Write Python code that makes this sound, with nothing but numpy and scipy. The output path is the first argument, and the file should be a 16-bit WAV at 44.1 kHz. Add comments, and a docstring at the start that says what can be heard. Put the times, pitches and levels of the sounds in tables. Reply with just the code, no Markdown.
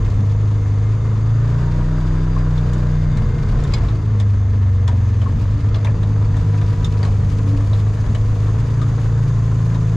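"""Open cab through tall grass

A small utility vehicle drives through tall grass, heard from its back seat by two microphone ports close together.
Engine orders boom under the roof as the twin-cylinder engine pulls, eases off and pulls again; shaped noise and
resonances give its clatter and intake, and gliding tones and narrow bands its gear, pump and belt whine.
Noise drums as tyres, thumps into ruts and brushes as stalks; decaying modes make fittings and panels rattle."""
import sys
import numpy as np
from scipy import signal
from scipy.fft import rfft, irfft, next_fast_len
from scipy.io import wavfile
from scipy.ndimage import uniform_filter1d, minimum_filter1d

SR = 44100
rng = np.random.default_rng(int(sys.argv[2]) if len(sys.argv) > 2 else 0)


def transcribe(signal):
    """Save signal, clipped to [-1, 1], as a 16-bit WAV file at the path in sys.argv[1]."""
    frames = np.atleast_2d(signal).T
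    limited = np.clip(frames, -1, 1)
    pcm = np.round(limited * 32767).astype(np.int16)
    wavfile.write(sys.argv[1], SR, pcm)


N = 439236
TIME = np.arange(N) / SR
BINS = np.fft.rfftfreq(N, 1 / SR)
EASE_S = 0.26  # time to drive into or out of a stretch


def amp(db):
    """Decibels to gain."""
    return np.exp(np.asarray(db) * (np.log(10) / 20))


def unit(x):
    """Scales to rms 1."""
    return x / np.sqrt(np.mean(x ** 2) + 1e-20)


def at_hz(points, hz):
    """Reads a spectrum on a log-frequency axis."""
    f, value = np.transpose(points)
    return np.interp(np.log(hz + 1), np.log(f + 1), value)


def hump(hz, centre_hz, half_width_hz):
    """1 at the centre of a band of pitches, a half at its edges, falling steeply beyond."""
    return 1 / (1 + ((hz - centre_hz) / half_width_hz) ** 4)


def curves(rows):
    """One sample-rate curve for each value column of a time table."""
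    s, *columns = np.transpose(rows)
    return [np.interp(TIME, s, column) for column in columns]


def stretches(rows):
    """One curve for each value column of a (start, end, ..) table; zero outside the stretches."""
    total = 0
    for start, end, *values in rows:
        inside = np.clip(np.minimum(TIME - start, end - TIME) / EASE_S + .5, 0, 1)
        total = total + np.outer(values, inside)
    return total


def drift(rate_hz):
    """Smooth random motion of rms 1, up to about the given rate."""
    points, points_per_s = 4096, 400
    hz = np.fft.rfftfreq(points, 1 / points_per_s)
    slow = irfft(rfft(rng.standard_normal(points)) / np.sqrt(1 + (hz / rate_hz) ** 6))
    return np.interp(TIME * points_per_s, np.arange(len(slow)), unit(slow))


def band_noise(hz, half_width_hz, size):
    """Two unrelated noises in one resonance, rms 1 together."""
    shape = 1 / (1 + ((np.fft.rfftfreq(size, 1 / SR) - hz) / half_width_hz) ** 2)
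    return unit(irfft(rfft(rng.standard_normal((2, size))) * shape, size))


def add(mix, s, sound):
    """Adds a two-channel sound at time s."""
    part = mix[:, max(round(s * SR), 0):][:, :sound.shape[1]]
    part += sound[:, :part.shape[1]]


# likeness of the left and right microphone ports: (f/Hz, likeness 0-1)
PORT_LIKENESS = [(110, .999), (300, 0.92), (600, 0.72), (1200, 0.57), (3000, .64), (12000, 0.62)]
# lean towards the left port: (f/Hz, left minus right level/dB)
LEFT_LEAN = [(100, .25), (160, .6), (350, 1.5), (700, 2.8), (1400, 2.8), (3000, 1.6), (5500, 1.2),
             (10000, 2)]


def lean(line, hz):
    """Places one tone in the two ports with the level difference at its pitch."""
    left = amp(at_hz(LEFT_LEAN, hz) / 2)
    return np.array([[left], [1 / left]]) * line


def ports(pair, colour=((20, 0), (20000, 0))):
    """Colours two unrelated signals and blends them into the left and right ports."""
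    a, b = rfft(pair)
    like = np.clip(at_hz(PORT_LIKENESS, BINS), 0, 1)
    mid = a * np.sqrt((1 + like) / 2)
    side = b * np.sqrt((1 - like) / 2)
    left = amp(at_hz(LEFT_LEAN, BINS) / 2)
    return irfft(np.array([(mid + side) * left, (mid - side) / left]) * amp(at_hz(colour, BINS)), N)


# stretches of bumpy ground: (start t/s, end t/s, added rumble level/dB)
BUMPY_GROUND = [(-.3, .15, 11.5), (3.15, 3.75, 9), (3.75, 4.1, 9.5), (5.2, 7.0, 7.5), (7.0, 7.7, 10),
                (7.7, 9.3, 4.5)]


def jolts():
    """Roughness of the ground in dB about its mean."""
    db, = stretches(BUMPY_GROUND)
    return db - db.mean()


# spells in which the pump whine comes through: (start t/s, end t/s, level/dB)
PUMP_SPELLS = [(-.3, 1.4, -59.5), (2.9, 3.707, -55), (3.7, 5.01, -59.5), (5.5, 5.85, -58)]


def pump(start_hz=2107, sag_hz_per_s=2.4, waver_hz=2.2, waver_db=2.5):
    """A thin electric whine, one sine that comes and goes and sags slowly in pitch."""
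    size, = stretches([(start, end, amp(db)) for start, end, db in PUMP_SPELLS])
    turns = np.cumsum(start_hz - sag_hz_per_s * TIME + waver_hz * drift(10)) / SR
    return np.sqrt(2) * size * amp(waver_db * drift(5.5)) * np.sin(2 * np.pi * turns)


# drive belt hiss: (t/s, level/dB)
BELT_HISS = [(0, -58), (3.5, -58.5), (4.8, -62.5), (6, -59), (7.5, -56.5), (9.96, -54.5)]
# bands in which the belt drive sings:
# (f/Hz, half-width f/Hz, level/dB, added level/dB per Hz of engine speed, glide f/Hz per Hz of engine speed)
BELT_SONGS = [(3575, 98, -63.5, .9, 6), (4690, 100, -64.5, 1.2, 26), (6300, 230, -66, -0.5, 0.5)]


def belt(cycle_hz, centre_hz=6520, half_width_hz=600, waver_db=2.1):
    """The drive belt hisses, and its pulleys sing in narrow bands that swell and glide with the revs."""
    out = amp(curves(BELT_HISS)[0]) * band_noise(centre_hz, half_width_hz, N)
    revs = cycle_hz - cycle_hz.mean()
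    for hz, width, db, swell, glide in BELT_SONGS:
        band = signal.hilbert(band_noise(hz, width, next_fast_len(N)))[:, :N]
        song = (band * np.exp(2j * np.pi * np.cumsum(glide * revs) / SR)).real  # shifts the band in pitch
        out += amp(db + swell * revs + waver_db * drift(11)) * song
    return ports(out)


# spells of gear whine: (start t/s, end t/s, start f/Hz, end f/Hz, level/dB)
GEAR_SPELLS = [(0.846, 1.701, 1204, 1246, -53), (1.553, 2.499, 931, 1005, -48.5),
               (6.301, 7.062, 992, 968, -48), (9.253, 9.961, 1059, 1013, -49.5)]


def gears(waver=.009, waver_db=3.5):
    """The gearbox gives a faint, unsteady, gliding whine while its teeth are loaded."""
    out = 0
    for start, end, from_hz, to_hz, db in GEAR_SPELLS:
        hz = np.interp(TIME, [start, end], [from_hz, to_hz]) * (1 + waver * drift(20))
        size, = stretches([(start, end, amp(db))])
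        out = out + size * np.sin(2 * np.pi * np.cumsum(hz) / SR)
    return lean(np.sqrt(2) * out * amp(waver_db * drift(22)), GEAR_SPELLS[0][2])


# colour of stalks against the body: (f/Hz, relative level/dB per Hz)
BRUSH_COLOUR = [(1000, -12.5), (2300, 4.5), (3200, -0.5), (4450, -1), (5200, -2), (5800, -7), (7500, -9),
                (8700, -16.5), (12500, -23), (15000, -43.5)]


def grass(level_db, fine_db, fine_hz=7000, swish_db=2.0,
          stalks_per_s=130, stalk_db=-3.0, spread_db=-1.0, flick_s=0.0068):
    """A swish of blades along the body, with single stalks flicking against it; fine grass hisses higher."""
    hits = (rng.random(N) < stalks_per_s / SR) * amp(spread_db * np.minimum(rng.exponential(1, N), 4))
    flicks = unit(signal.lfilter([1], [1, -np.exp(-1 / (flick_s * SR))], hits))
    weeds = amp(0.62 * jolts())  # rough ground carries stiffer stalks
    contact = np.hypot(amp(swish_db * drift(30)), amp(stalk_db) * flicks * weeds)
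    swish = unit(ports(contact * rng.standard_normal((2, N)), BRUSH_COLOUR))
    fine = swish - irfft(rfft(swish) / (1 + (BINS / fine_hz) ** 6), N)  # the part above fine_hz
    return amp(level_db) * (swish + (amp(fine_db) - 1) * fine)


def bodywork(swish_db, level_db=-47.5, taps_per_s=36, spread_db=3.0, tap_s=0.016, follow=0.25, brushed=0.95):
    """Small jolts and stiff weeds make the dash, roof and cargo bed clack at random: decaying noise taps."""
    hits = (rng.random(N) < taps_per_s / SR) * amp(spread_db * np.minimum(rng.exponential(1, N), 2.5))
    fade = signal.lfilter([1], [1, -np.exp(-1 / (tap_s * SR))], hits)
    clacks = unit(ports(fade * rng.standard_normal((2, N)), CLATTER_COLOUR))
    return amp(level_db + follow * jolts() + brushed * swish_db) * clacks


# plastic panels knocking: (t/s, relative level/dB, ring f/Hz)
PANEL_KNOCKS = [(2.362, -24.5, 1063), (3.83, -31, 703), (3.925, -31, 649.6), (4.883, -26.5, 973),
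                (4.925, -29.5, 587), (5.257, -25.5, 1092), (7.07, -32, 704), (7.055, -30, 1090),
                (7.726, -30, 620), (8.365, -32.5, 669.3), (8.48, -32, 1080), (8.813, -26, 1221),
                (9.752, -31, 980.5)]


def knocks(rise_s=0.0056, t60=0.089, trim_db=2.5, dull=0.55, half_width_hz=220):
    """A panel takes a soft blow and gives one short hollow note among duller neighbours."""
    out, t = np.zeros((2, N)), np.arange(SR // 8) / SR
    for s, db, hz in PANEL_KNOCKS:
        note = np.sin(2 * np.pi * hz * t) + dull * band_noise(hz, half_width_hz, len(t))
        add(out, s, note * (1 - np.exp(-t / rise_s)) * amp(db + trim_db - 60 * t / t60))
    return ports(out)


# what every loose fitting rings with: (f/Hz, relative level/dB, 60 dB decay t/s)
FITTING_MODES = [(630, 1, 0.21), (1000, -1.5, 0.13), (1080, 0.5, 0.092), (1700, -2, 0.14),
                 (2240, -4, 0.086), (3150, -6, 0.089), (3740, -2, 0.076), (5140, -9, 0.086),
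                 (6300, -0.5, 0.013), (6830, 2.5, 0.063), (9400, -13, 0.017), (11500, -17, .03)]


def fitting(clack, ring, tick, note_hz=None, clack_db=2.5, ring_db=10.5, tick_db=7.0,
            rise_cycles=0.99, chatter_s=0.0033, bounce_s=0.014, bounce_db=-13.5,
            cluster=0.17, main_db=0.5, main_half_width_hz=170, main_t60=0.068):
    """A fitting chatters for a few milliseconds, bounces once, and rings in clusters of close modes."""
    out, t = 0, np.arange(SR // 8) / SR
    since_bounce = np.maximum(t - bounce_s * rng.uniform(.7, 1.3), 0)
    modes = [(hz, cluster * hz, db, t60) for hz, db, t60 in FITTING_MODES]
    if note_hz:  # its own note
        modes.append((note_hz, main_half_width_hz, main_db, main_t60))

    def strike(since, hz, t60):
        fall = amp(-60 * np.maximum(since - chatter_s, 0) / t60)
        return fall * (1 - np.exp(-since * hz / rise_cycles))

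    for hz, width, db, t60 in modes:
        if hz < 2700:
            blow_db = clack + clack_db
        elif hz < 5600:
            blow_db = ring + ring_db
        else:
            blow_db = tick + tick_db
        shape = np.hypot(strike(t, hz, t60), amp(bounce_db) * strike(since_bounce, hz, t60))
        out = out + .5 * amp(blow_db + db) * band_noise(hz, width, len(t)) * shape
    return out


# loose fittings: (t/s, low clack, ring and bright tick relative level/dB, main ring f/Hz)
LOOSE_FITTINGS = [(2.577, -41.5, -46.5, -60, 3480), (2.733, -52, -50.5, -47.5, 2980),
                  (3.171, -36, -51, -49.5, 4100), (3.637, -49, -49, -49, 3630),
                  (3.885, -37.5, -49.5, -67, 3768), (5.215, -37, -50, -60, 3160),
                  (5.744, -40, -42, -63, 3400), (5.758, -39.5, -51, -55, 4185),
                  (5.846, -31.5, -46, -48, 3570), (5.869, -33, -56, -58, 2400),
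                  (6.029, -37.5, -50, -59, 3759), (6.367, -40, -52, -51.5, 3525),
                  (6.613, -35.5, -51, -55, 3590), (7.029, -32.5, -46, -51, 4640),
                  (7.049, -35, -49, -50, 4151), (7.731, -39, -45.5, -65, 3890),
                  (8.148, -34, -44.5, -49.5, 2993), (8.815, -45, -48, -53, 3597),
                  (9.745, -42, -52.5, -64, 3806)]
# metal parts striking the cage:
# (t/s, part, main ring f/Hz, its ring level/dB, low clack, rattle and bright tick relative level/dB)
CAGE_CLANKS = [(3.736, "latch", 4820, -22.5, -36, -37, -46), (4.199, "buckle", 3500, -37, -37, -43.5, -49),
               (4.877, "buckle", 3480, -34, -32.5, -41.5, -46),
               (6.845, "buckle", 3634, -27.5, -42, -42, -45)]
# modes of each metal part, reference mode first: (f/Hz, relative level/dB, 60 dB decay t/s)
METAL_MODES = {"latch": [(4810, 0, 0.049), (1054, -12, 0.26), (2200, -6, 0.11), (2437, -7, 0.048),
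               (3400, -14, 0.14), (4097, -8, 0.083), (5150, -11, 0.093), (6900, -10, 0.041),
               (7300, -10, 0.055)], "buckle": [(3640, 1, 0.06), (3540, -1, 0.078), (1253, -8, 0.23),
               (5400, -10, 0.072), (7000, -14.5, 0.078)]}


def rattles(rise_s=0.00097):
    """Loose fittings rattle; a latch and a buckle strike the cage and ring with clear metal notes."""
    out, t = np.zeros((2, N)), np.arange(SR // 5) / SR
    for s, *blow in LOOSE_FITTINGS:
        add(out, s, fitting(*blow))
    for s, part, main_hz, part_db, *blow in CAGE_CLANKS:
        add(out, s, fitting(*blow))
        pitch = main_hz / METAL_MODES[part][0][0]
        ring = 0
        for hz, db, t60 in METAL_MODES[part]:
            phase = rng.random((2, 1))
            ring = ring + amp(part_db + db - 60 * t / t60) * np.sin(2 * np.pi * (pitch * hz * t + phase))
        add(out, s, ring * (1 - np.exp(-t / rise_s)))
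    return ports(out)


# a wheel drops into a rut: (t/s, sway of the frame level/dB, boom of the floor level/dB)
RUT_THUMPS = [(0.169, -32, -17), (3.79, -15.5, -24.5), (5.335, -27, -19.5), (5.885, -23, -20),
              (6.271, -32, -16.5), (8.055, -26, -15.5), (8.299, -20, -34.5)]


def thumps(frame_hz=46, floor_hz=112, half_width_hz=26, swell_s=.024, panel_hz=215, panel_db=-11.5):
    """A rut heaves the frame and makes the floor boom, with a hollow note from the side panels."""
    out, t = np.zeros((2, N)), np.arange(SR // 4) / SR
    blow = t / swell_s * np.exp(1 - t / swell_s)
    for s, frame_db, floor_db in RUT_THUMPS:
        modes = [(frame_hz, frame_db), (floor_hz, floor_db), (panel_hz, floor_db + panel_db)]
        add(out, s, blow * sum(amp(db) * band_noise(hz, half_width_hz, len(t)) for hz, db in modes))
    return ports(out)


# colour of the ground rumble: (f/Hz, relative level/dB per Hz)
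RUMBLE_COLOUR = [(10, -19), (20, -7.5), (28, 2), (44, 7.5), (64, 1.5), (85, 5.5), (108, 6), (140, -3),
                 (175, -9), (215, -12), (300, -22.5), (500, -29.5), (2500, -86)]


def tyres(smooth_db=-27.5, jolt_db=1.2):
    """Bumps in the ground drum through the frame as low noise, louder on bumpy stretches."""
    rumble = unit(ports(rng.standard_normal((2, N)), RUMBLE_COLOUR))
    return rumble * amp(smooth_db + stretches(BUMPY_GROUND)[0] + jolt_db * drift(4.5))


# resonances of the airbox: (f/Hz, relative level/dB, swell t/s)
AIRBOX_MODES = [(470.6, -0.5, 0.016), (417, -0.5, 0.0096)]


def intake(turns, coast, load_db, level_db=-44.0, pull=0.31, shut_db=-1.0,
           uneven_db=1.5, second=0.92, turbulence=0.73):
    """Each cylinder's gulp of air rings the airbox, which hums when the revs fall in step with it."""
    first_gulp = np.diff(np.floor(turns), prepend=0)
    second_gulp = np.diff(np.floor(turns + .5), prepend=0)
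    air = unit(first_gulp + second * second_gulp) + turbulence * rng.standard_normal(N)
    air *= amp(uneven_db * drift(18) + shut_db * coast + pull * load_db)
    t, note = np.arange(SR // 6) / SR, 0
    for hz, db, swell_s in AIRBOX_MODES:
        note = note + amp(db) * t / swell_s * np.exp(-t / swell_s) * np.sin(2 * np.pi * hz * t)
    hum = unit(signal.oaconvolve(air, note)[:N])
    return lean(amp(level_db) * hum, AIRBOX_MODES[0][0])


# colour of the engine block and of clacking bodywork: (f/Hz, relative level/dB per Hz)
CLATTER_COLOUR = [(170, -2.5), (280, 3), (370, 0), (460, 4.5), (520, -0.5), (680, 0), (830, -6), (980, 0),
                  (1250, -2), (1420, -6.5), (1750, -4), (2400, -16.5), (4000, -22), (13000, -61)]


def clatter(turns, level_db, lag=0.34, burst=0.054, steady=1.0, valve=0.24, flutter_db=1.0):
    """Each firing shakes a burst of noise out of the block; the valves tap between."""
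    # lag and burst are in cycles
    firing = np.exp(-(turns % 1) / burst) + 0.56 * np.exp(-((turns - lag) % 1) / burst)
    valves = valve * np.exp(-(4 * turns % 1) / 0.29)
    shaken = (steady + firing + valves) * amp(flutter_db * drift(28)) * rng.standard_normal((2, N))
    return amp(level_db) * unit(ports(shaken, CLATTER_COLOUR))


# boom of the cab as a low engine order passes each pitch: (f/Hz, relative level/dB)
CAB_BOOM = [(23, -44.5), (31, -20), (44, -27.5), (62, -25.5), (72, -15), (80, -25), (91, -15), (101, -13.5),
            (116, -16.5), (127, -33.5), (136, -23.5), (152, -18), (174, -29), (190, -28)]
# engine orders 1 to 6: (strength level/dB, added level/dB on the full overrun)
LOW_ORDERS = [(1.5, -5), (-2, -2), (-6, 0.5), (0.04, 1), (0.77, -4), (-9.5, -23)]
# exhaust overtones as the cab passes them: (f/Hz, relative level/dB of a line)
OVERTONE_LEVELS = [(182, -44), (190, -40.5), (207, -36), (220, -42.5), (237, -47.5), (280, -38.5),
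                   (315, -52), (345, -45.5), (380, -55.5), (425, -45.5), (470, -50), (520, -55.5),
                   (610, -56), (800, -61.5), (1000, -57), (1700, -64.5)]
# pipe resonances that open up when the engine pulls: (f/Hz, half-width f/Hz, added level/dB per dB of load)
PIPE_RESONANCES = [(210, 20, 1.3), (321, 32, 2.5), (462, 11, -0.5), (618.6, 18, 3), (1560, 140, 1.1)]
# the upper boom, which swells and fades in the cab: (t/s, added level/dB)
UPPER_BOOM_SWELL = [(0, -3.5), (3.3, -1), (4.3, 1.5), (5.5, -2), (6.6, 6), (7.3, 1.5), (8.6, -3),
                    (9.96, 10)]
UPPER_HZ, UPPER_HALF_WIDTH_HZ = 166, 26.7


def exhaust(turns, cycle_hz, load_db, coast, sway_db=1.38, sway_hz=3, damping=0.23, waver_db=2.5,
            drone_hz=224, drone_half_width_hz=26, drone_db=16.0, shut_db=-6, rasp=0.45, count=56):
    """Each four-stroke cycle makes a stack of orders; the lowest boom as they pass the cab's resonances."""
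    out, upper_db = np.zeros((2, N)), curves(UPPER_BOOM_SWELL)[0]
    shaking = amp(jolts())
    rocking = .19 * shaking
    ride_db = damping * jolts()  # the boom is fullest and steadiest on smooth ground
    firing_db = 1.5 * drift(23)  # no two cycles burn alike
    pulling_db = np.maximum(load_db, 0)
    for k in range(1, count + 1):
        hz, angle = k * cycle_hz, 2 * np.pi * k * turns
        if k <= len(LOW_ORDERS):
            order_db, coasting_db = LOW_ORDERS[k - 1]
            sway = (sway_db + ride_db / 2) * drift(sway_hz)
            size = amp(at_hz(CAB_BOOM, hz) + order_db + coasting_db * coast + sway - ride_db)
            # the crank surges once a cycle, which sets odd orders a quarter turn from even ones
            line = size * np.cos(angle + k % 2 * np.pi / 2)
        else:
            # the overrun dulls the overtones but brings out a pipe drone
            overrun_db = coast * (shut_db + drone_db * hump(hz, drone_hz, drone_half_width_hz))
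            # load sharpens the pulses and lifts high orders most
            pull_db = rasp * np.log(k / len(LOW_ORDERS)) * load_db
            for f, width, lift in PIPE_RESONANCES:
                if hz.min() < 2 * f:
                    pull_db += pulling_db * lift * hump(hz, f, width)
            waver = waver_db * np.sqrt(shaking) * drift(3.65)
            size = amp(at_hz(OVERTONE_LEVELS, hz) + pull_db + overrun_db + firing_db + waver)
            # overtones arrive by many paths, which shift as the cab rocks
            line = size * np.cos(angle + 2 * np.pi * rng.random() + rocking * drift(16.0))
        if hz.min() < 2 * UPPER_HZ:
            line *= amp(upper_db * hump(hz, UPPER_HZ, UPPER_HALF_WIDTH_HZ))
        out += lean(line, hz.mean())
    return out


# engine speed: (t/s, four-stroke cycle rate f/Hz)
ENGINE_SPEED = [(0.0, 26.03), (0.22, 25.38), (0.48, 26.2), (0.73, 25.45), (1.0, 27.14), (1.14, 26.56),
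                (1.82, 30.65), (2.3, 31.43), (2.5, 30.54), (2.68, 30.27), (3.08, 30.47), (3.27, 29.49),
                (3.45, 29.83), (3.72, 28.85), (3.9, 26.15), (4.06, 26.7), (4.3, 25.09), (4.55, 24.6),
                (5.03, 22.39), (5.15, 21.17), (5.47, 25.61), (5.77, 26.07), (7.17, 25.3), (8.23, 26.37),
                (8.45, 25.91), (8.63, 28.15), (9.0, 27.55), (9.25, 28.11), (9.48, 27.15), (9.75, 27.25),
                (9.96, 26.7)]
# the throttle is shut and the wheels turn the engine: (start t/s, end t/s, overrun 0-1)
OVERRUN_SPELLS = [(4.13, 5.28, 0.7)]
# stands of taller grass: (start t/s, end t/s, added swish level/dB, added fine hiss level/dB)
TALL_GRASS = [(1.45, 2.25, 2.5, 0.5), (2.55, 2.92, 3.5, 2), (3.5, 3.92, 4.5, -1.5), (4.9, 5.35, 1, 1.5),
              (5.65, 5.95, 0.5, -3), (6.35, 7.15, 2.5, 1), (7.15, 10.3, 1.5, 3.5)]
GRASS_DB, CLATTER_DB = -51.5, -41.1  # in short grass at cruising revs
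CRUISE_HZ = 26.45
THROTTLE_LEAD_S = 0.3  # the load rises this long before the revs follow
LOAD_DB_PER_HZ, GRASS_DRAG = 0.68, 0.24  # load per Hz above cruising, and per dB of added swish


def scene(exhaust_db=1.5, clatter_share=0.94, slowing_db=-2.0):
    """Engine speed and the drag of the grass set the load; the ground and the grass add the rest."""
    cycle_hz, = curves(ENGINE_SPEED)
    coast, = stretches(OVERRUN_SPELLS)
    swish_db, fine_db = stretches(TALL_GRASS)
    wanted_hz = np.interp(TIME + THROTTLE_LEAD_S, TIME, cycle_hz)
    revs_db = LOAD_DB_PER_HZ * np.maximum(np.maximum(cycle_hz, wanted_hz) - CRUISE_HZ, 0)
    load_db = revs_db + GRASS_DRAG * swish_db
    turns = np.cumsum(cycle_hz * (1 + 0.00405 * drift(8.2))) / SR  # in four-stroke cycles

    whines = pump() + belt(cycle_hz) + gears()
    brushing = grass(GRASS_DB + swish_db + slowing_db * coast, fine_db)
    loose_parts = bodywork(swish_db) + knocks() + rattles()
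    ground = thumps() + tyres()
    engine = intake(turns, coast, revs_db) + clatter(turns, CLATTER_DB + clatter_share * load_db)
    engine += amp(exhaust_db) * exhaust(turns, cycle_hz, load_db - load_db.mean(), coast)
    return whines + brushing + loose_parts + ground + engine


def record(dry, ceiling=0.37, split_hz=350, edge_hz=14500):
    """A limiter on the bass holds the peaks of the boom; then soft ends and the band limit."""
    bass = irfft(rfft(dry) / (1 + (BINS / split_hz) ** 4), N)
    room = np.minimum(1, ceiling / (abs(bass).max(0) + 1e-9))
    gain = uniform_filter1d(minimum_filter1d(room, size=700), size=900)
    held = dry + (gain - 1) * bass
    held *= np.minimum(np.minimum(TIME, TIME[-1] - TIME) / .002, 1)
    low_pass = signal.firwin(255, edge_hz, window=("kaiser", 9), fs=SR)
    return signal.oaconvolve(held, low_pass[None], "same")


dry = scene()
out = record(dry)
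transcribe(out)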